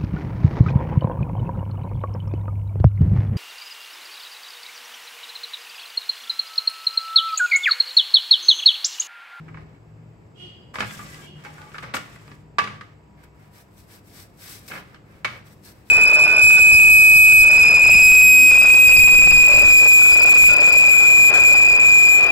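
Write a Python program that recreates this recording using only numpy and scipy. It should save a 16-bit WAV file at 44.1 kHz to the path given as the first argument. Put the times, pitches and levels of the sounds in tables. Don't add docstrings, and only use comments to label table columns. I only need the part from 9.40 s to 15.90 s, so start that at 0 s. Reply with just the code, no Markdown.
import sys
import numpy as np
from scipy import signal
from scipy.fft import rfft, irfft, next_fast_len
from scipy.io import wavfile

SR = 44100
rng = np.random.default_rng(int(sys.argv[2]) if len(sys.argv) > 2 else 0)


def transcribe(u):
    v = np.clip(np.atleast_2d(u).T, -1, 1)
    q = np.round(v * 32767).astype(np.int16)
    wavfile.write(sys.argv[1], SR, q)


def decibels_to_gain(level_db):
    exponent = np.asarray(level_db, float) / 20
    return 10 ** exponent


N = 286650


def rms_one(x):
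    return x / np.sqrt(np.mean(x ** 2) + 1e-20)


def lowpass(x, order, hz):
    return signal.sosfilt(signal.butter(order, hz, fs=SR, output="sos"), x)


def in_time(rows):
    s, *columns = np.transpose(rows)
    return [np.interp(np.arange(N) / SR, s, c) for c in columns]


def at_hz(points, hz):
    point_hz, value = np.array(points).T
    return np.interp(np.log(hz + 1), np.log(point_hz), value)


def drift(rate_hz):
    r = np.exp(-80 * np.pi * rate_hz / SR)
    white = rng.standard_normal(N // 40 + 2002)
    slow = rms_one(signal.lfilter([1], [1, -2 * r, r * r], white)[2000:])
    return np.interp(np.arange(N) / 40, np.arange(len(slow)), slow)


def pair(alike):
    mid, side = rfft(rng.standard_normal((2, N)))
    c = np.clip(at_hz(alike, np.fft.rfftfreq(N, 1 / SR)), -1, 1)
    return irfft(np.sqrt(1 + c) * mid + np.sqrt(1 - c) * side * [[1], [-1]], N)


def colour(noise, spectrum):
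    gain = decibels_to_gain(at_hz(spectrum, np.fft.rfftfreq(N, 1 / SR)))
    return rms_one(irfft(rfft(noise) * gain, N))


def ring(force, hz, t60):
    r = decibels_to_gain(-60 / (np.clip(t60, .01, .5) * SR))
    w = 2 * np.pi * hz / SR
    return signal.lfilter([0, np.sin(w)], [1, -2 * r * np.cos(w), r * r], force + 1e-18)


def swells(rows, rest_db):
    t = np.arange(N) / SR
    power = decibels_to_gain(rest_db) ** 2
    for middle, half, db in rows:
        fall_db = 12 * ((t - middle) / half) ** 2
        power = power + decibels_to_gain(db - np.minimum(fall_db, 99)) ** 2
    return 10 * np.log10(power)


def drone(hz, db):
    turn = 2 * np.pi * np.cumsum(hz * (1 + 0.01937 * drift(4.12))) / SR
    return decibels_to_gain(db + 2.2 * drift(10.5)) * np.sin(turn)


# time in seconds, upper pitch in Hz, lower pitch in Hz.
ENGINE_PITCH = [(0, 155.8, 111), (1.5, 152.4, 110.6), (3, 152.1, 102), (6.5, 151.7, 100.8)]
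# middle in seconds, half length in seconds, level in dB.
UPPER_ENGINE = [
    (.08, 0.3, -39),
    (.56, 0.21, -43.5),
    (1.05, 0.11, -48),
    (1.6, 0.37, -50),
    (2.0, 0.33, -44),
    (2.45, 0.19, -44.5),
    (3.15, 0.62, -46.5),
    (3.9, 0.4, -51),
    (5.85, 0.67, -52.5),
]
# middle in seconds, half length in seconds, level in dB.
LOWER_ENGINE = [
    (.15, 0.12, -39),
    (.58, 0.2, -40.5),
    (.98, 0.73, -47.5),
    (1.44, 0.054, -33.5),
    (2.8, 0.088, -44),
    (3.33, 0.33, -46),
    (4.2, 0.41, -52.5),
    (5.7, 2.5, -51.5),
]


def engines():
    upper_hz, lower_hz = in_time(ENGINE_PITCH)
    upper_db, lower_db = swells(UPPER_ENGINE, rest_db=-85), swells(LOWER_ENGINE, rest_db=-85)
    return drone(upper_hz, upper_db) + drone(lower_hz, lower_db - 2.5)


def hum(white, hz, width_hz):
    r = np.exp(-np.pi * width_hz / SR)
    sos = [[1, 0.0031, -1.2, 1, -2 * r * np.cos(2 * np.pi * hz / SR), r * r]] * 2
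    return rms_one(signal.sosfilt(sos, white))


# frequency in Hz, likeness from 0 to 1.
AIR_LIKENESS = [(60, 0.89), (180, 0.94), (400, 0.5), (1650, 0.025), (5000, 0.91), (15000, 1)]
# frequency in Hz, level in dB per Hz.
AIR_SPECTRUM = [(13, -75.5), (22, -23), (97, -7), (152, -7.5), (223, -14.5), (432, -15.5), (569, -21.5),
                (672, -21), (961, -25.5), (1270, -29.5), (2590, -69), (3510, -83.5), (7810, -42),
                (9480, -91), (16000, -72)]
# time in seconds, rumble level in dB.
TRAFFIC_LEVEL = [(0, -46.5), (.18, -41.5), (.4, -50.5), (1.05, -47.5), (1.3, -47), (1.43, -42.5),
                 (1.7, -46), (3.3, -50), (3.7, -52.5), (4.2, -52.5), (4.76, -49), (6.5, -49.5)]
# frequency in Hz, width in Hz, rms level in dB.
MACHINE_HUMS = [(62.5, 5, -61.5), (200.4, 9.8, -62.5), (299.7, 6.8, -65), (696, 12, -74.5),
                (966, 2.9, -69.5), (2590, 300, -76.5), (4820, 940, -80.5), (7830, 610, -85.5),
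                (13300, 4300, -86.5)]


def background():
    rumble_db, = in_time(TRAFFIC_LEVEL)
    air = colour(pair(AIR_LIKENESS), AIR_SPECTRUM)
    low = lowpass(air, 2, 900)
    air = low * decibels_to_gain(rumble_db) + (air - low) * decibels_to_gain(-49.5)
    white = pair(AIR_LIKENESS)
    hums = sum(decibels_to_gain(db) * hum(white, hz, width_hz) for hz, width_hz, db in MACHINE_HUMS)
    return air + hums + engines()


def slides(starts, lengths, levels_db):
    grip, sag, release = 3498, 11, 256.5
    t = np.arange(N) / SR
    out = np.full(N, -200.)
    for start, length, db in zip(starts, lengths, levels_db):
        bite = grip * np.maximum(start - t, 0)
        slacken = sag * np.maximum(t - start, 0)
        let_go = release * np.maximum(t - start - length, 0)
        out = np.maximum(out, db - bite - slacken - let_go)
    return out


def patchy(noise, patchy_db):
    out = 0
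    for cut_hz in (2000, 4000, 8000, .45 * SR):
        band = lowpass(noise, 2, cut_hz)
        out = out + band * decibels_to_gain(patchy_db * (drift(70) + drift(28)))
        noise = noise - band
    return out


def held(modes):
    return [(hz, db, min(t60, .06)) for hz, db, t60 in modes]


# frequency in Hz, level in dB, decay T60 in seconds.
STEEL_MODES = [(840, -4.5, 0.085), (1160, 0.5, 0.083), (1384, 1, 0.029), (1594, -2, 0.07), (1716, 1, 0.059),
               (1960, -7.5, 0.094), (2123, -11.5, 0.1), (2245, -2, 0.062), (2600, -4, 0.04),
               (2855, -6, 0.05), (3114, -8, 0.045), (3700, -13.5, 0.03), (4000, -23, 0.04),
               (4850, 5, 0.009)]
# frequency in Hz, level in dB, decay T60 in seconds.
WOOD_MODES = [(520, -15, 0.06), (594, -15, 0.06), (966, -3.5, 0.027), (1060, -8.5, 0.056),
              (1250.5, 0, 0.052), (1480, -1, 0.015), (1630, -3, 0.045), (1840, -4.5, 0.073),
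              (2033, 0, 0.027), (2200, -2.5, 0.035), (2352, -11.5, 0.077), (2707, -15.5, 0.043),
              (3200, -15.5, 0.04), (4330, -13, 0.03)]


def body(force_of, modes, turn):
    out = np.zeros((2, N))
    for k, (hz, db, t60) in enumerate(modes):
        mode = decibels_to_gain(db) * ring(force_of(hz), hz, t60)
        lag = round(turn * SR / hz)
        out[k % 2] += mode
        out[1 - k % 2, lag:] += mode[:N - lag]
    return out


# frequency in Hz, level in dB per Hz.
FINGER_HISS = [(1470, -4), (2500, -2.5), (2620, -6.5), (4500, -2.5), (6300, -9.5), (7620, -1), (8620, -7.5),
               (10900, -10.5), (12200, -8.5), (15700, -15.5)]
# frequency in Hz, level in dB per Hz.
POTATO_HISS = [(500, -24), (800, -35), (1500, 5.5), (2300, 0.5), (3100, -4.5), (4200, 5), (6800, -7),
               (7600, 2.5), (10000, -4), (12300, 2.5), (14300, -4), (15800, -1)]


def skin_hiss(level_db):
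    white = pair([(1500, 0.18), (6000, 0.14), (8000, 0.97), (14000, 0.79)])
    fingers = patchy(colour(white, FINGER_HISS), patchy_db=0.9)
    potato = patchy(colour(white, POTATO_HISS), patchy_db=0.5)
    hiss = np.where(np.arange(N) < 3.15 * SR, fingers, potato)
    hiss = hiss * decibels_to_gain(level_db + 3.0 + 1.45 * drift(30)) * decibels_to_gain([[.6], [-.6]])
    dull = lowpass(hiss[0], 4, 6000)
    hiss[0] += np.roll(dull, 11) - dull
    return hiss


# frequency in Hz, level in dB per Hz.
SCUFF = [(59, -45), (100, 2.5), (216, 1.5), (401, -7), (536, 0.5), (625, -5), (1330, -4.5), (2220, -4),
         (2780, -10.5), (6000, -19.5), (7800, -51), (13200, -120)]


def frame_drag(level_db):
    def slips(hz):
        chance = rng.random(N) < 900 / SR
        return chance * rng.standard_normal(N) * decibels_to_gain(2.5 * drift(9))
    rattle = rms_one(body(slips, held(STEEL_MODES[:11] + WOOD_MODES[:12]), turn=0.33))
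    scuff = colour(pair([(500, 0.94), (5000, 0.046)]), SCUFF)
    return decibels_to_gain(level_db + 0.35 * drift(36)) * (decibels_to_gain(-3.5) * rattle + decibels_to_gain(-2.0) * scuff)


# start in seconds, length in seconds, hiss level in dB, drag level in dB.
FRAME_SLIDES = [(0, 0.19, -79, -55.5), (.155, 0.067, -78, -51.5), (0.256, 0.11, -85, -58),
                (1.342, 0.045, -54.5, -41), (1.393, 0.032, -50.5, -31), (1.458, 0.12, -49, -45.5),
                (1.584, .26, -52.5, -46), (2.038, 0.055, -60, -44.5), (2.095, 0.32, -61.5, -47.5),
                (2.427, 0.018, -58.5, -36), (2.463, 0.034, -76, -41), (2.542, 0.0053, -37.5, -26.5),
                (2.595, 0.17, -60, -47), (2.788, .16, -65, -52), (3.192, .012, -62, -30),
                (3.203, 0.16, -75, -44), (3.4, 0.13, -81, -56), (5.28, 0.0041, -44.5, -55),
                (5.303, 0.083, -53.5, -37), (5.44, 0.11, -71, -53.5), (5.848, 0.0085, -60, -46),
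                (5.895, 0.077, -63.5, -43)]
# middle in seconds, half length in seconds, hiss level in dB, drag level in dB.
RUB_STROKES = [(2.014, 0.07, -66, -50.5), (2.99, 0.066, -73.5, -61), (3.826, 0.064, -73, -55.5),
               (3.84, 0.01, -58.5, -62), (5.23, 0.16, -60.5, -59), (4.034, 0.082, -69.5, -58),
               (4.18, 0.052, -55, -54), (4.39, 0.069, -60, -75), (4.537, 0.061, -54, -53.5),
               (4.703, 0.062, -57, -72), (4.79, 0.069, -49, -51.5), (5.049, 0.062, -46.5, -51),
               (5.116, 0.075, -43.5, -50.5), (5.266, 0.012, -56, -60), (4.29, .08, -76, -72),
               (4.927, .06, -70.5, -77), (6.18, 0.052, -71, -71), (5.752, .1, -69.5, -55),
               (6.075, 0.028, -58.5, -53.5), (6.11, 0.041, -59, -58), (6.278, 0.046, -50.5, -53.5),
               (6.366, 0.1, -66, -62), (6.5, 0.046, -58.5, -60)]


def rubbing():
    start, length, slide_hiss, slide_drag = np.transpose(FRAME_SLIDES)
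    middle, half, stroke_hiss, stroke_drag = np.transpose(RUB_STROKES)
    hiss_db = np.maximum(slides(start, length, slide_hiss),
                         swells(zip(middle, half, stroke_hiss), rest_db=-86.5))
    drag_db = np.maximum(slides(start, length, slide_drag),
                         swells(zip(middle, half, stroke_drag), rest_db=-63))
    return skin_hiss(hiss_db) + frame_drag(drag_db)


def train(at, gain, t60=None):
    clicks = np.zeros(N)
    clicks[at] = gain
    if t60 is None:
        return clicks
    return signal.lfilter([1], [1, -decibels_to_gain(-60 / (t60 * SR))], clicks)


def rings(at, db, crack_db, ring_hz):
    steel_gap, wood_gap = (np.abs(ring_hz - np.array(modes)[:, :1]).min(axis=0)
                           for modes in (STEEL_MODES, WOOD_MODES))
    tray_share = np.where(wood_gap < steel_gap, 0.63, 0.39)

    def blows(share, hz):
        near_spot = np.exp(-(np.log(hz / ring_hz) / 0.035) ** 2)
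        force = share * decibels_to_gain(db - 9.5 + 10.8 * near_spot)
        force = force * decibels_to_gain((crack_db + 10.5) * np.clip(hz / 2200 - 1, 0, 1))
        hit = train(at, force * decibels_to_gain(rng.normal(0, 4.0, len(at))))
        chatter = train(at, force, t60=0.052) * rng.standard_normal(N)
        return 1.12 * rng.choice([-1, 1]) * hit + 0.082 * chatter
    steel = body(lambda hz: blows(1 - tray_share, hz), held(STEEL_MODES), turn=0.22)
    wood = body(lambda hz: blows(tray_share, hz), held(WOOD_MODES), turn=0.18)
    return lowpass(steel + wood, 4, 6030)


# frequency in Hz, level in dB per Hz.
CRACK_SPECTRUM = [(290, 6.5), (500, -2.5), (919, -18), (1140, -15), (1440, -11.5), (2290, -6.5),
                  (3980, -13), (12100, -37), (16000, -63.5)]


def crack(at, db):
    noise = colour(pair([(500, 0.15), (5000, 0.19), (8000, 0.36)]), CRACK_SPECTRUM)
    burst = train(at, decibels_to_gain(db + 12.0), t60=0.041) + train(at, decibels_to_gain(db - 6.0), t60=0.45)
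    return noise * lowpass(burst, 2, 1500)


# frequency in Hz, level in dB, decay T60 in seconds.
WORKTOP_MODES = [(119.6, -7.5, 0.73), (203.4, -5, 0.26), (272.5, -5, 0.045), (399, -4.5, 0.15),
                 (420, -31, 0.12)]


def worktop_thud(at, db):
    band = signal.butter(2, [70, 420], "band", fs=SR, output="sos")
    push = signal.sosfilt(band, train(at, decibels_to_gain(db - 1.5)))
    return sum(decibels_to_gain(level_db) * ring(push, hz, t60) for hz, level_db, t60 in WORKTOP_MODES)


# time in seconds, peak in dB, treble crack in dB re peak, strongest ring in Hz, worktop thud in dB re
SLICER_KNOCKS = [(0.082, -36, -32, 1100, -16), (0.088, -38, -30, 1160, -20),
                 (0.144, -33.5, -31, 1160, -23), (0.172, -31.5, -36, 1060, -19),
                 (1.341, -31, -24, 1160, -25), (1.356, -21, -16.5, 1060, -21),
                 (1.385, -22, -17, 1160, -13), (1.405, -16, -11, 1117, -11), (1.424, -17, -27, 1320, -22),
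                 (1.434, -26, -36, 1160, -18), (1.445, -31, -18, 1680, -19), (1.508, -34, -12, 1630, -23),
                 (1.592, -29, -27, 1194, -5.5), (1.598, -34.5, -29, 1960, -16),
                 (1.612, -37, -30, 1210, -12), (1.744, -39, -6.5, 1160, -17),
                 (2.049, -30, -18, 1546, -13), (2.057, -37, -20, 2033, -13),
                 (2.066, -34.5, -25, 1480, -15), (2.182, -37.5, -22, 1480, -15),
                 (2.217, -40.5, -10.5, 1240, -20), (2.318, -44, -11, 1650, -20),
                 (2.344, -30, -21, 1384, -29), (2.353, -29.5, -26, 1675, -24),
                 (2.362, -35, -25, 1630, -24), (2.382, -25, -14.5, 1060, -23),
                 (2.43, -33.5, -17, 1160, -11), (2.439, -31, -31, 2030, -8), (2.513, -39, -21, 1300, -18),
                 (2.539, -21.5, -10.5, 1560, -22), (2.544, -22, -16, 1160, -15),
                 (2.567, -21, -13.5, 1390, -14), (2.76, -42, -15, 2030, -22), (2.835, -60, -6, 2290, -19),
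                 (2.878, -45.5, -7.5, 1160, -22), (2.915, -37.5, -16, 1904, -0.5),
                 (3.184, -9, -16.5, 1160, -29), (3.187, -14, -13.5, 2600, -19),
                  (3.191, -19.5, -28, 2245, -19), (3.197, -30, -27, 1716, -18),
                  (3.216, -33, -24, 2245, -20), (3.24, -26.5, -11, 1960, -7),
                  (3.274, -21.5, -23, 1190, -13), (3.41, -26.5, -19.5, 1292, -15),
                  (3.837, -47, -17, 2270, -24), (5.283, -42.5, -4.5, 4000, -6),
                  (5.313, -34, -15, 1650, -29), (5.318, -32, -18, 2250, -29),
                  (5.337, -30.5, -20, 2200, -23), (5.353, -31, -18, 1850, -25),
                  (5.362, -33, -20, 1384, -23), (5.377, -32, -22, 2123, -25), (5.531, -51, -18, 1380, -23),
                  (5.545, -37.5, -13.5, 1270, -21), (5.559, -45, -18, 3114, -25),
                  (5.846, -13.5, -13.5, 1060, -20), (5.849, -18, -15, 2245, -42),
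                  (5.855, -27, -22, 1060, -26), (5.877, -30.5, -25, 1250, -30)]


def knocks():
    s, db, crack_db, ring_hz, thud_db = np.transpose(SLICER_KNOCKS)
    at = np.round(s * SR).astype(int)
    clatter = rings(at, db, crack_db, ring_hz) + crack(at, db + crack_db)
    highpass = signal.butter(3, 620, "high", fs=SR, output="sos")
    return signal.sosfilt(highpass, clatter) + worktop_thud(at, db + thud_db)


# time in seconds, pitch in Hz, level in dB.
HORN_BEEPS = [
    [(.935, 345, -63), (.96, 359, -48.5), (1.0, 364, -46), (1.09, 365.8, -62.5), (1.15, 374, -70)],
    [(1.80, 344.5, -49), (1.84, 358, -49), (1.88, 366, -57), (1.93, 363, -76), (1.96, 372, -70)],
]
# frequency in Hz, level in dB.
HORN_DISC = [(360, -3), (720, -16), (2200, -25), (2600, -15), (2900, 1.5), (3270, 0), (3640, -16),
             (4300, -17), (4750, -18), (5600, -43)]
# frequency in Hz, level in dB per Hz.
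DISC_RATTLE = [(1180, -47), (2000, -8), (3340, -2), (3810, -29), (4650, -12), (4990, -12), (13400, -28.5),
               (16000, -65)]


def horn():
    out, t = 0, np.arange(N) / SR
    rattle = colour(rng.standard_normal(N), DISC_RATTLE)
    for beep in HORN_BEEPS:
        hz, db = in_time(beep)
        turn = 2 * np.pi * np.cumsum(hz * (1 + .013 * drift(60))) / SR
        tone = sum(decibels_to_gain(at_hz(HORN_DISC, k * hz)) * np.sin(k * turn) for k in range(1, 16))
        on = (t > beep[0][0]) & (t < beep[-1][0])
        out = out + on * decibels_to_gain(db) * (decibels_to_gain(3.6 * drift(90)) * tone + decibels_to_gain(-7.0) * rattle)
    return out


# start in seconds, end in seconds, frequency in Hz, rms level in dB.
SINGING_MODES = [(1.018, 1.12, 4760, -72), (1.12, 1.338, 4850, -74), (6.24, 6.305, 4330, -61),
                 (4.72, 4.843, 4570, -67), (1.449, 1.557, 1630, -50), (1.469, 1.532, 3440, -55),
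                 (1.586, 1.65, 1194, -52), (1.659, 1.777, 1992, -54.5), (1.66, 1.902, 1630, -60.5),
                 (1.74, 1.82, 1160, -56.5), (1.805, 1.877, 2277, -58.5), (2.05, 2.12, 840, -49.5),
                 (2.044, 2.117, 2190, -63), (2.157, 2.301, 855, -55.5), (2.165, 2.257, 1480, -53.5),
                 (2.177, 2.33, 1184, -57), (2.348, 2.602, 1302, -55), (5.31, 5.389, 2565, -52),
                 (5.326, 5.388, 1674, -51)]


def singing_grip():
    out = np.zeros((2, N))
    for start, end, hz, db in SINGING_MODES:
        a, b = round(start * SR), round(end * SR)
        sung = hum(rng.standard_normal((2, b - a)), hz, width_hz=48)
        swell = np.sin(np.linspace(0, np.pi, b - a)) ** 0.49
        out[:, a:b] += decibels_to_gain(db + 5.5) * sung * swell
    return out


def kitchen(x, t60):
    size = next_fast_len(N + SR)
    w = 2 * np.pi * np.fft.rfftfreq(size)
    wall_cut_hz = 4700
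    decay = t60 / (1 + (w * SR / (2 * np.pi * wall_cut_hz)) ** 2) ** .5
    lags = rng.uniform(.011, .04, (10, 2, 1)) * SR
    echoes = 0
    for k, lag in enumerate(lags):
        loop = decibels_to_gain(-60 * lag / SR / decay) * np.exp(-1j * w * lag)
        echoes = echoes + (-1) ** k * loop / (1 - loop)
    return irfft(rfft(x, size) * echoes, size)[:, :N]


def scene():
    near = rubbing() + knocks() + singing_grip()
    beeps = horn()
    far = decibels_to_gain(-24) * beeps * [[1], [-1]] + decibels_to_gain(-8.5) * kitchen(beeps, t60=0.91)
    room = decibels_to_gain(-18.5) * kitchen(near.mean(axis=0), t60=0.45)
    return background() + near + room + far


def roll_off(x):
    return signal.sosfilt(signal.butter(12, 16340, fs=SR, output="sos"), x)


def record(dry):
    bass = lowpass(dry, 1, 200)
    ports = dry + bass * [[.16], [-.16]]
    rounded = 0.65 * np.tanh(ports / 0.78)
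    top_cut = signal.ellip(10, .5, 45, 15780, fs=SR, output="sos")
    mix = signal.sosfilt(top_cut, rounded)
    return roll_off(mix)


dry = scene()
out = record(dry)
transcribe(out)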